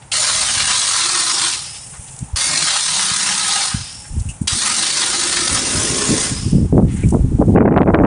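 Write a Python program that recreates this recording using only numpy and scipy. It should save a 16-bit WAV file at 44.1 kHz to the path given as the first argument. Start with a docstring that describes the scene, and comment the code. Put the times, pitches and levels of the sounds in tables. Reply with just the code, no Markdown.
"""Mortar gun in a narrow yard.

A compressed-air gun throws slurry at a block wall in three bursts: filtered noise, sputtered by mortar lumps.
Two bursts open slightly soft, the third with a surge; each dies away as the valve closes and sings, then leaks.
Hollow hopper notes glide, sand grains hit the wall as clustered impulses, splats are short noise swells.
Wind is time-warped noise plus single pressure pulses, at last so strong that a limiter ducks all else."""
import sys
import numpy as np
from scipy import signal
from scipy.fft import rfft, irfft, next_fast_len
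from scipy.io import wavfile
from scipy.ndimage import uniform_filter1d, minimum_filter1d, map_coordinates

SR = 44100
rng = np.random.default_rng(int(sys.argv[2]) if len(sys.argv) > 2 else 0)


def generate_wav(sig):
    """Save sig (samples, or channels by samples) to the path in sys.argv[1] as 16-bit PCM at SR."""
    pcm = np.round(np.clip(np.atleast_2d(sig).T, -1, 1) * 32767).astype(np.int16)
    wavfile.write(sys.argv[1], SR, pcm)


N = 355446
TIME = np.arange(N) / SR


def from_db(db):
    """Decibels to amplitude gain."""
    return 10 ** (np.asarray(db) / 20)


def rms_one(x):
    """Scale to an rms of 1."""
    return x / np.sqrt(np.mean(x ** 2) + 1e-20)


def in_time(rows):
    """Interpolate the columns of a curve at every sample."""
    s, *columns = np.transpose(rows)
    return [np.interp(TIME, s, column) for column in columns]


def latest(starts, values):
    """Hold each value from its own start to the next."""
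    return values[np.maximum(np.searchsorted(starts, TIME) - 1, 0)]


def since(starts):
    """Seconds since the latest start."""
    return np.maximum(TIME - latest(starts, starts), 0)


def white():
    """Fresh white noise."""
    return rng.standard_normal(N)


def shaped(x, gain_at):
    """Filter by a gain given as a function of frequency; rms 1."""
    size = next_fast_len(len(x))
    hz = np.maximum(np.arange(size // 2 + 1) * SR / size, 1)
    return rms_one(irfft(rfft(x, size) * gain_at(hz), size)[:len(x)])


def coloured(x, points):
    """Filter by a (frequency [Hz], level [dB]) table, interpolated in log frequency; rms 1."""
    at_hz, db = np.transpose(points)
    return shaped(x, lambda hz: from_db(np.interp(np.log(hz), np.log(at_hz), db)))


def resonant(x, centre_hz, width_hz):
    """Two passes through one resonance, about width_hz wide at -3 dB overall; rms 1."""
    return shaped(x, lambda hz: 1 / (1 + ((hz - centre_hz ** 2 / hz) / (1.5 * width_hz)) ** 2))


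def wobble(rate_hz, size=N):
    """Random motion up to about rate_hz; rms 1."""
    return shaped(rng.standard_normal(size), lambda hz: 1 / (1 + (hz / rate_hz) ** 4))


def gliding(centre_hz, width_hz):
    """Noise band round a moving centre: two slow wobbles on carriers in quadrature."""
    phase = 2 * np.pi * np.cumsum(centre_hz) / SR
    in_phase = wobble(width_hz / 2, size=len(phase)) * np.cos(phase)
    return in_phase + wobble(width_hz / 2, size=len(phase)) * np.sin(phase)


def mottled(x, depth_db, patch_hz, patch_s):
    """Random patches of louder and softer colour over time and frequency."""
    hz, s, cells = signal.stft(x, SR, nperseg=512)
    field = rng.standard_normal(cells.shape)
    for _ in range(2):
        field = uniform_filter1d(field, max(int(patch_hz / hz[1]), 1), axis=0)
        field = uniform_filter1d(field, max(int(patch_s / s[1]), 1), axis=1)
    patched = signal.istft(cells * from_db(depth_db * rms_one(field)), SR)[1][:N]
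    return np.std(x) * rms_one(patched)


def add(out, start, length, sound, rise, fall):
    """Mix in a swell of sound; rise and decay constant are shares of its length."""
    t = TIME[:len(sound)]
    onset = np.sin(np.pi / 2 * np.minimum(t / (rise * length), 1)) ** 2
    decay = np.exp(-np.maximum(t / length - .75, 0) / fall)
    at = int(start * SR)
    out[at:at + len(sound)] += (onset * decay * sound)[:max(N - at, 0)]


def notes(rows, width_hz, rise, fall):
    """Narrow noise bands that swell, glide and fade."""
    out, t = np.zeros(N), TIME[:SR]
    for start, length, db, first_hz, last_hz in rows:
        note = gliding(np.interp(t, [0, length], [first_hz, last_hz]), width_hz)
        add(out, start, length, from_db(db) * note, rise, fall)
    return out


# Trigger pulls: (opens [s], closes [s], jet level [dB], opening level change, + surge or - soft start [dB],
# dying away [dB/s], plume level re jet [dB])
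TRIGGER_PULLS = [(0.115, 1.479, -23, -3.5, 88.5, -27), (2.357, 3.651, -24, -1, 80.5, -28),
                 (4.472, 6.252, -24.5, 7, 86, -16.5)]
OPENING_S, SETTLE_S, SAG_DB_PER_S = 0.0044, 0.046, 0.65   # the hose loses pressure while open


def air_flow():
    """Jet strength: a brief swell or dip at opening, a slow sag, a steady dB fade once let go."""
    flow = np.zeros(N)
    for opens, closes, db, opening_db, dying_db_per_s, *_ in TRIGGER_PULLS:
        age, shut = np.maximum(TIME - opens, 0), np.maximum(TIME - closes, 0)
        opening_change_db = opening_db * np.exp(-age / SETTLE_S)
        level_db = db + opening_change_db - SAG_DB_PER_S * age - dying_db_per_s * shut
        flow += from_db(level_db) * np.minimum(age / OPENING_S, 1)
    return flow


# Nozzle hiss colour: (frequency [Hz], level [dB])
NOZZLE_COLOUR = [(300, -43.5), (600, -16.5), (850, -8), (1250, -3.5), (1500, -5), (1900, -6), (2650, -5),
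                 (3400, -2.5), (4200, -13.5), (5300, -2), (6500, -0.5), (8100, -1.5), (9000, 2.5),
                 (9700, 0)]
# Hopper note, rising as it empties, sinking as mortar slumps back: (time [s], pitch [Hz], level [dB])
HOPPER_NOTE = [(.12, 573, -19), (.4, 620, -23), (.62, 910, -33), (.95, 1168, -10), (1.25, 1105, -14),
               (1.46, 1044, -10.5), (1.75, 782, -18), (2.36, 597, -19), (2.6, 633, -28), (2.77, 904, -12),
               (3.05, 1020, -17), (3.35, 983, -17), (3.6, 846, -11), (3.9, 758, -24), (4.5, 703, -37),
               (5.05, 898, -20), (5.35, 1104, -20), (6.2, 1076, -13)]
# The mouth's note starts sharp and settles as the first mortar leaves
MOUTH_HZ, MOUTH_SHARP_HZ, MOUTH_SETTLE_S, MOUTH_WIDTH_HZ = 4060, 262.2, .25, 1320
FULL_TILT_M = 1.06   # above this height the mouth turns away


def jet(height_m, age_s, mouth_db=-11, mouth_turn_db_per_m=-10, body_db=-10.0):
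    """Nozzle hiss with the resonances of the hopper's mouth and of its hollow body."""
    hollow_hz, hollow_db = in_time(HOPPER_NOTE)
    mouth_hz = MOUTH_HZ + MOUTH_SHARP_HZ * np.exp(-age_s / MOUTH_SETTLE_S)
    mouth_level_db = mouth_db + mouth_turn_db_per_m * np.maximum(height_m - FULL_TILT_M, 0)
    mouth = from_db(mouth_level_db) * gliding(mouth_hz, MOUTH_WIDTH_HZ)
    hollow = from_db(hollow_db) * gliding(hollow_hz, width_hz=220)
    air = mottled(coloured(white(), NOZZLE_COLOUR) + mouth, depth_db=2.5, patch_hz=220, patch_s=0.045)
    return air + from_db(body_db) * hollow


# Sand-on-wall colour: (frequency [Hz], level [dB])
GRIT_COLOUR = [(600, -7), (1100, 3), (2000, 8), (3000, -14.5), (5000, 15.5), (9500, -15.5)]
GRAINS_PER_S = 1900   # median; clumping varies it


def spatter(clump_db=5, size_db=1.0):
    """Wet sand grains hit the wall: random impulses whose density clumps."""
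    hits = rng.random(N) < GRAINS_PER_S / SR * from_db(clump_db * wobble(35))
    sizes = from_db(size_db * np.minimum(rng.exponential(1, N), 4)) * rng.choice([-1, 1], N)
    return coloured(hits * sizes, GRIT_COLOUR)


# Mortar lumps in the jet, spitting (+) or choking (-): (time [s], half length [s], level change [dB])
MORTAR_LUMPS = [(0.24, .012, 5), (0.298, 0.011, 5), (0.532, .012, -2), (0.614, 0.017, 5), (0.707, 0.022, 6),
                (0.76, .014, 3.5), (.82, .014, 1), (1.09, 0.01, -2), (1.348, .016, -1.5),
                (1.423, 0.03, 3.5), (2.625, .014, 1.5), (2.687, 0.021, 4.5), (2.758, 0.023, 3.5),
                (2.834, 0.026, -4.5), (2.903, .02, -2.5), (2.996, 0.013, 5), (3.024, .012, 3),
                (3.1, 0.011, 2.5), (3.29, .028, 4), (3.512, .016, 3.5), (3.56, 0.015, 3.5),
                (4.573, 0.014, -7), (4.615, 0.011, 0.5), (4.665, 0.017, 4), (4.868, 0.013, 4),
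                (4.94, 0.014, -2.5), (5.029, 0.015, 6.5), (5.14, 0.0098, 2.5), (5.177, 0.014, -1),
                (5.266, .014, 0), (5.33, 0.017, 4), (5.377, .012, 7), (5.477, 0.0075, 2), (5.572, 0.015, 6),
                (5.639, 0.013, 0)]


def sputter(spray, wet_hz=3600, treble_share=0.12, lump_db=1.35, gargle_db=0.98):
    """Lumps choke the jet and are blown clear; below wet_hz the level swings more than above."""
    spit_db = gargle_db * wobble(41)
    for s, half_length, db in MORTAR_LUMPS:
        spit_db = spit_db + db * np.exp(-np.minimum(((TIME - s) / half_length) ** 2, 20))
    wet = signal.sosfiltfilt(signal.butter(2, wet_hz, fs=SR, output="sos"), spray)
    lumps = from_db(lump_db * resonant(white(), 40, 45))
    return lumps * (wet * from_db(spit_db) + (spray - wet) * from_db(treble_share * spit_db))


# Plume roar colour: (frequency [Hz], level [dB])
PLUME_COLOUR = [(30, -17), (90, -13), (180, -2.5), (260, 1.5), (350, 2.5), (450, -5), (600, -4), (900, -18),
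                (1500, -16)]
PLUME_DB_PER_M = 10


def plume(height_m, opens_s, plume_db):
    """Low roar of the spray plume, louder as the gun is lifted."""
    level_db = latest(opens_s, plume_db) + PLUME_DB_PER_M * height_m
    return from_db(level_db) * coloured(white(), PLUME_COLOUR)


# Hollow tones in the spray: (start [s], length [s], level [dB], first pitch [Hz], last pitch [Hz])
HOLLOW_TONES = [(.13, 0.36, -40.5, 615, 640), (.4, 0.18, -38.5, 870, 845), (.85, 0.44, -33.5, 1370, 1315),
                (.92, 0.61, -44.5, 355, 344), (1.07, .22, -39, 1820, 1860), (2.36, 0.47, -43, 915, 895),
                (2.38, .25, -30, 2130, 2200), (2.46, 0.33, -42, 620, 596), (2.45, .25, -38.5, 133.6, 169.3),
                (2.8, 0.83, -40, 175, 196.7), (3.22, 0.23, -46, 2030, 1998), (3.25, .38, -35, 851, 805),
                (3.36, 0.25, -34, 1296, 1240), (4.52, .34, -39, 230.5, 192), (4.9, 0.71, -39, 366.3, 340),
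                (5.15, 0.36, -36, 1767, 1805), (5.2, 0.46, -38, 1340, 1260),
                (5.42, 0.43, -42.5, 2000, 2000), (5.7, 0.61, -39.5, 1060, 1082),
                (5.8, 0.51, -32.5, 409.5, 429)]


def hoots():
    """Hopper tones that come and go: narrow gliding noise bands."""
    return notes(HOLLOW_TONES, width_hz=44, rise=.2, fall=0.21)


# Leaks until the valve seats: (start [s], length [s], level [dB])
VALVE_LEAKS = [(1.5, 0.72, -25.5), (3.648, 0.68, -28), (6.237, 0.26, -26.5), (6.887, 0.22, -32)]
LEAK_RISE_S, LEAK_SAG_DB_PER_S, SEATING_DB_PER_S, SEEP_DB = 0.037, 9, 73.5, -46.5


def leak_flow():
    """Leak strength: it sags, then drops to a faint seep as the valve seats."""
    flow = np.full(N, from_db(SEEP_DB))
    for start, length, db in VALVE_LEAKS:
        age = np.maximum(TIME - start, 0)
        level_db = db - LEAK_SAG_DB_PER_S * age - SEATING_DB_PER_S * np.maximum(age - length, 0)
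        flow = np.hypot(flow, from_db(level_db) * np.minimum(age / LEAK_RISE_S, 1))
    return flow


# Closing-valve whistles: (start [s], length [s], level [dB], first pitch [Hz], last pitch [Hz])
VALVE_WHISTLES = [(1.563, 0.18, -42, 5020, 5130), (1.74, 0.13, -46.5, 5310, 5430),
                  (3.688, 0.15, -38, 4980, 4980), (3.9, 0.13, -40, 5430, 5420),
                  (6.327, 0.11, -36, 4970, 5130), (6.49, 0.13, -56, 5030, 5480)]


def whistles(width_hz=420):
    """Thin airy notes of the closing valve: gliding noise bands."""
    return notes(VALVE_WHISTLES, width_hz, rise=0.096, fall=0.71)


# Half-closed valve resonances: (frequency [Hz], width [Hz], level [dB])
VALVE_RESONANCES = [(2880, 680, -44), (5160, 770, -37.5)]
# Leak hiss colour: (frequency [Hz], level [dB])
LEAK_COLOUR = [(1000, -33.5), (2800, -12.5), (4200, -24), (5500, -14), (7000, -6.5), (8200, -3.5),
               (9700, -1.5)]


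def valve(flow, singing_db=-40, range_db=9, flicker_db=1.6):
    """The seat always leaks, and rings while the flow is near singing_db."""
    flow_db = 20 * np.log10(flow + 1e-9)
    half_shut = np.exp(-.5 * ((flow_db - singing_db) / range_db) ** 2)
    song = sum(from_db(db) * resonant(white(), hz, width) for hz, width, db in VALVE_RESONANCES)
    leak = leak_flow() * from_db(flicker_db * wobble(70)) * coloured(white(), LEAK_COLOUR)
    return half_shut * song + leak + whistles()


# Wet spits, gurgles, drips, ticks, shuffles, and the pop as the valve opens for the third burst: (start [s],
# length [s], level [dB], centre [Hz], width [Hz])
WET_SPLATS = [(0.018, 0.013, -45.5, 2454, 1500), (0.118, 0.0087, -18.5, 3020, 500),
              (1.523, 0.032, -22, 3700, 3000), (1.742, 0.031, -37.5, 3580, 3000),
              (1.929, 0.035, -42, 1230, 1200), (2.075, 0.019, -42, 3530, 5000),
              (2.162, 0.0041, -35, 8050, 4000), (2.189, 0.0045, -28, 8000, 4500),
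              (2.28, 0.048, -47, 850, 110), (2.44, 0.22, -39, 278, 110), (3.664, .025, -41, 3820, 2500),
              (4.038, 0.029, -45.5, 1700, 900), (4.196, 0.012, -34, 7840, 5000),
              (4.285, 0.024, -31, 8100, 2600), (4.287, 0.021, -36, 2750, 180),
              (4.412, 0.023, -34, 9200, 2500), (4.48, 0.0038, -7.5, 4000, 1607),
              (6.875, 0.075, -44, 2250, 1407), (6.95, 0.098, -42.5, 1910, 1100),
              (7.03, .014, -33, 2320, 200), (7.088, 0.0032, -26, 8750, 3000),
              (7.104, 0.0052, -26.5, 8450, 3000)]


def splats(grain_db=4):
    """Grainy splashes and scuffs round the gun and the feet, and one pop of the opening valve: swells of
    resonant noise."""
    out = np.zeros(N)
    for start, length, db, centre_hz, width_hz in WET_SPLATS:
        noise, sizes = rng.standard_normal((2, SR // 4))
        splash = resonant(noise * from_db(grain_db * sizes), centre_hz, width_hz)
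        add(out, start, length, from_db(db) * splash, rise=.16, fall=.5)
    return out


def eddies(eddy_hz, size, deepest_hz=55, lowest=0.47, flutter_db=1.67, flutter_hz=90, evenness=0.8):
    """Turbulent pressure, falling exponentially with frequency, swept past in spurts by time warping."""
    corner_hz = deepest_hz + lowest * eddy_hz
    noise = shaped(rng.standard_normal(size),
                   lambda hz: np.exp(-hz / eddy_hz) / (1 + (corner_hz / hz) ** 3))
    power = uniform_filter1d(noise ** 2, int(2 * SR / eddy_hz))
    noise = noise / (np.abs(power) + 1e-6) ** (evenness / 2)
    flutter = shaped(rng.standard_normal(size), lambda hz: hz * np.exp(-(hz / flutter_hz) ** 2))
    speed = from_db(flutter_db * flutter)
    position = np.cumsum(speed / (speed.mean() + speed.std()))
    passed = map_coordinates(noise, [position], mode="mirror")
    return rms_one(passed * np.sqrt(speed))


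BUFFETS_PER_S, BUFFET_S, BUFFET_DB, BUFFET_SPREAD_DB = 22, 0.026, 4, 1
CALM_EDDY_HZ, GALE_EDDY_HZ = 52.4, 172   # in still air; added at a wind of 0 dB


def buffets(wind_db):
    """Random buffets, stronger and quicker with wind: (start [s], length [s], level [dB], eddy rate [Hz])."""
    chance = rng.random((int(BUFFETS_PER_S * TIME[-1]), 3))
    starts = (np.arange(len(chance)) + chance[:, 0]) / BUFFETS_PER_S
    db = np.interp(starts, TIME, wind_db) + BUFFET_SPREAD_DB * (2 * chance[:, 1] - 1)
    eddy_hz = CALM_EDDY_HZ + GALE_EDDY_HZ * from_db(db) ** 0.53
    return list(zip(starts, BUFFET_S * (.5 + chance[:, 2]), db + BUFFET_DB, eddy_hz))


# Hard slaps of air on the microphone: (time [s], level [dB], eddy rate [Hz])
AIR_SLAPS = [(6.727, 0.5, 232), (6.757, -2, 190), (6.78, 0, 312), (6.799, -2, 240), (7.137, -2.5, 230),
             (7.388, -11, 230), (7.424, -7.5, 317), (7.483, -8, 210), (7.551, 4, 270), (7.562, 12, 520),
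             (7.575, 10.5, 520), (7.585, 11.5, 560), (7.607, 11, 480), (7.618, 7, 474), (7.627, 8, 446),
             (7.659, 12.5, 520), (7.678, 7.5, 520), (7.687, 10, 480), (7.726, 5, 500), (7.742, 4, 460),
             (7.764, 9, 520), (7.777, 13.5, 1050), (7.784, 5, 900), (7.818, 9, 1160), (7.832, 9.5, 850),
             (7.877, 4.5, 603), (7.888, 2, 480), (7.946, 18, 1200), (7.954, 7, 800), (7.989, 5, 604),
             (8.001, 3.5, 500), (8.05, 9, 750)]


def slaps(crack_db=-14, crack_s=0.0018, crack_low_hz=1000, crack_high_hz=2600, full_crack_hz=550):
    """One push and pull of pressure each, shorter for faster eddies; fast ones crack dully in the port."""
    out, edge = np.zeros(N), np.zeros(N)
    for s, db, eddy_hz in AIR_SLAPS:
        u = 2 * np.pi * eddy_hz * (TIME - s)
        out += from_db(db) * 2 * u / (1 + u ** 2) * np.exp(-np.minimum(np.abs(u), 60) / 8)
        sharpness = min(eddy_hz / full_crack_hz, 1) ** 4
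        edge += from_db(db) * sharpness * np.exp(-np.minimum(((TIME - s) / crack_s) ** 2, 30))
    crack = shaped(white(), lambda hz: 1 / (1 + (crack_low_hz / hz) ** 2)
                   / (1 + (hz / crack_high_hz) ** 12) / hz)
    return out + from_db(crack_db) * edge * crack


# Soft round thumps of air on the microphone: (time [s], level [dB], eddy rate [Hz])
AIR_THUMPS = [(1.996, -21, 85), (2.229, -12.5, 145), (2.341, -9, 68), (3.118, -21, 119.6),
              (3.748, -6.5, 137), (3.817, -19, 110), (4.177, -12, 120.6), (4.212, -10.5, 75),
              (4.418, -7, 172), (4.534, -14, 130), (6.638, -5, 100), (6.855, -2, 101), (7.06, -3, 90),
              (7.208, -1, 65), (7.245, -1.5, 85), (7.35, -1, 75), (7.493, -6, 125)]


def thumps(cycles=0.47):
    """Soft puffs: a sine under a Gaussian, so the pressure swings briefly and is gone."""
    out = np.zeros(N)
    for s, db, eddy_hz in AIR_THUMPS:
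        turns = np.clip(eddy_hz * (TIME - s), -10, 10)
        out += from_db(db) * np.sin(2 * np.pi * turns) * np.exp(-(turns / cycles) ** 2)
    return out


def crackle(pressure, tearing_db=7, crackle_db=-17, sharpness=3, low_hz=1200, high_hz=2500):
    """The strongest eddies tear at the port rim: a soft threshold makes edges, band-passed."""
    edges = pressure * (np.tanh(sharpness * (pressure - from_db(tearing_db))) + 1)
    band = signal.butter(3, [low_hz, high_hz], "band", fs=SR, output="sos")
    return from_db(crackle_db) * signal.sosfilt(band, edges)


# Wind strength at the microphone: (time [s], level [dB])
WIND_STRENGTH = [(0, -49), (.62, -34), (.85, -54), (2.3, -42.5), (2.6, -49.5), (3.5, -57.5), (4.0, -42.5),
                 (4.9, -51.5), (5.5, -36.5), (6.25, -32.5), (6.58, -14.5), (6.69, -25), (6.8, -13),
                 (6.97, -20.5), (7.1, -16), (7.31, -18), (7.53, -13.5), (7.6, -4), (7.8, -3.5),
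                 (7.85, -4.5), (8.06, 0)]
# Big gusts: (start [s], length [s], level [dB], eddy rate [Hz])
BIG_GUSTS = [(.58, 0.099, -32.5, 70), (2.083, .02, -34, 55.3), (2.2, .04, -25, 65),
             (3.73, 0.076, -25.5, 70), (4.099, 0.054, -18.5, 48), (4.157, 0.04, -14.5, 58),
             (4.24, 0.063, -20, 59.5), (4.401, 0.055, -23, 75), (4.515, 0.03, -19.5, 75),
             (5.493, 0.066, -24, 90.4), (5.729, 0.076, -20, 95), (5.896, 0.032, -19, 115),
             (6.077, 0.063, -12.5, 170), (6.305, 0.025, -17, 135), (6.448, 0.034, -16, 90.4),
             (6.515, 0.049, -8, 125), (6.591, 0.057, -9.5, 92.6), (6.721, 0.029, -6, 170),
             (6.763, 0.04, -6, 239), (6.822, 0.025, -8.5, 115), (6.915, .03, -18.5, 91.6),
             (7.019, 0.06, -10, 91), (7.114, 0.055, -10.5, 210), (7.192, 0.09, -12.5, 58),
             (7.31, 0.038, -15.5, 75), (7.383, 0.027, -11, 168), (7.409, 0.023, -6.5, 288),
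             (7.471, 0.043, -8, 176), (7.547, 0.045, 5.5, 290), (7.594, 0.035, 8, 250),
             (7.633, 0.065, 7.5, 260), (7.706, 0.05, 1.5, 270), (7.76, 0.025, 0.5, 420),
             (7.797, 0.031, 6.5, 302), (7.86, 0.041, 1, 381), (7.934, 0.033, 4, 480),
             (7.969, 0.055, 1.5, 299), (8.029, 0.037, -0.5, 500)]
# Microphone port colour: (frequency [Hz], level [dB])
PORT_COLOUR = [(50, -0.5), (130, -1), (270, 1.5), (380, 0.5), (540, -0.5), (750, 1.5), (1300, 4)]
GALE_DB = -6.5   # wind this strong tears fully at the port


def wind(breeze_hz=90, port_hz=3300, breeze_db=-2):
    """Rumbling breeze, gusts, thumps and slaps; the microphone port colours and dulls them."""
    wind_db, = in_time(WIND_STRENGTH)
    out = from_db(wind_db + breeze_db) * eddies(breeze_hz, size=N, deepest_hz=7.2, flutter_db=0.47)
    for start, length, db, eddy_hz in BIG_GUSTS + buffets(wind_db):
        add(out, start, length, from_db(db) * eddies(eddy_hz, size=SR // 5), rise=0.34, fall=0.45)
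    out = np.std(out) * coloured(out, PORT_COLOUR) + slaps() + thumps()
    gale = np.minimum(from_db(wind_db - GALE_DB), 1) ** 2
    low_pass = signal.butter(3, port_hz, fs=SR, output="sos")
    return signal.sosfilt(low_pass, out + gale * crackle(out))


def yard_echo(x, height_m, ground_s_per_m=.0027, ground=0.15, wall_s=.0038, wall=0.14,
              scatter_db=-12, t60_s=0.047):
    """Ground echo, later as the gun rises; wall echo; a short decaying noise tail for scatter."""
    def echo(delay_s):
        return np.interp(TIME - delay_s, TIME, x)
    t = TIME[:SR // 4]
    tail = rng.standard_normal(len(t)) * from_db(-60 * t / t60_s) * (t > wall_s)
    scattered = signal.fftconvolve(x, tail / np.linalg.norm(tail))[:N]
    echoes = ground * echo(ground_s_per_m * height_m) + wall * echo(wall_s + .0001 * height_m)
    return x + echoes + from_db(scatter_db) * scattered


# Yard background colour: (frequency [Hz], level [dB])
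YARD_COLOUR = [(20, -27), (60, -9.5), (130, 4.5), (250, -18.5), (420, -15), (700, -13), (830, -6),
               (980, -13.5), (1600, -18.5), (2600, -23), (4500, -27.5), (9000, -18.5)]


def yard_background(level_db=-41):
    """Steady coloured noise of the yard."""
    return from_db(level_db) * coloured(white(), YARD_COLOUR)


# Gun sweep up and down the wall: (time [s], height [m])
GUN_SWEEP = [(.35, 0.53), (.55, 0.65), (.9, 0.65), (1.3, 1.16), (1.6, 0.94), (2.35, 0.37), (2.6, 0.45),
             (2.9, 0.67), (3.3, 1.33), (3.6, 0.85), (4.3, 0.265), (4.75, 0.51), (5.4, 1.09), (5.75, 1.77),
             (6.35, 1.6)]


def scene(jet_db=10.0, spatter_db=-3):
    """Gun, yard and wind at one microphone."""
    height_m, = in_time(GUN_SWEEP)
    opens_s, *_, plume_db = np.transpose(TRIGGER_PULLS)
    flow = air_flow()
    hiss = from_db(jet_db) * jet(height_m, since(opens_s))
    sputtering = sputter(hiss + from_db(spatter_db) * spatter())
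    spray = flow * (sputtering + plume(height_m, opens_s, plume_db))
    gun = spray + hoots() + valve(flow) + splats()
    return (yard_echo(gun, height_m) + yard_background() + wind())[None]


def limiter(x, ceiling_db=-0.9, release_db_per_s=90, attack_s=.0015):
    """Gain drops just ahead of every peak over the ceiling and recovers at a steady dB rate."""
    over_db = np.maximum(20 * np.log10(np.abs(x) + 1e-9) - ceiling_db, 0)
    release_db = release_db_per_s * TIME
    held_db = np.maximum.accumulate(over_db + release_db) - release_db
    span = int(attack_s * SR) + 1
    return x * from_db(uniform_filter1d(minimum_filter1d(-held_db, span), span))


def record(dry, bass_cut_hz=40, cutoff_hz=9950):
    """The microphone sheds the deepest bass; a limiter, then a steep cut of the top."""
    high_pass = signal.butter(1, bass_cut_hz, "high", fs=SR, output="sos")
    heard = signal.sosfilt(high_pass, dry[0])
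    low_pass = signal.ellip(12, .1, 75, cutoff_hz, fs=SR, output="sos")
    return signal.sosfilt(low_pass, limiter(heard))[None]


dry = scene()
out = record(dry)
generate_wav(out)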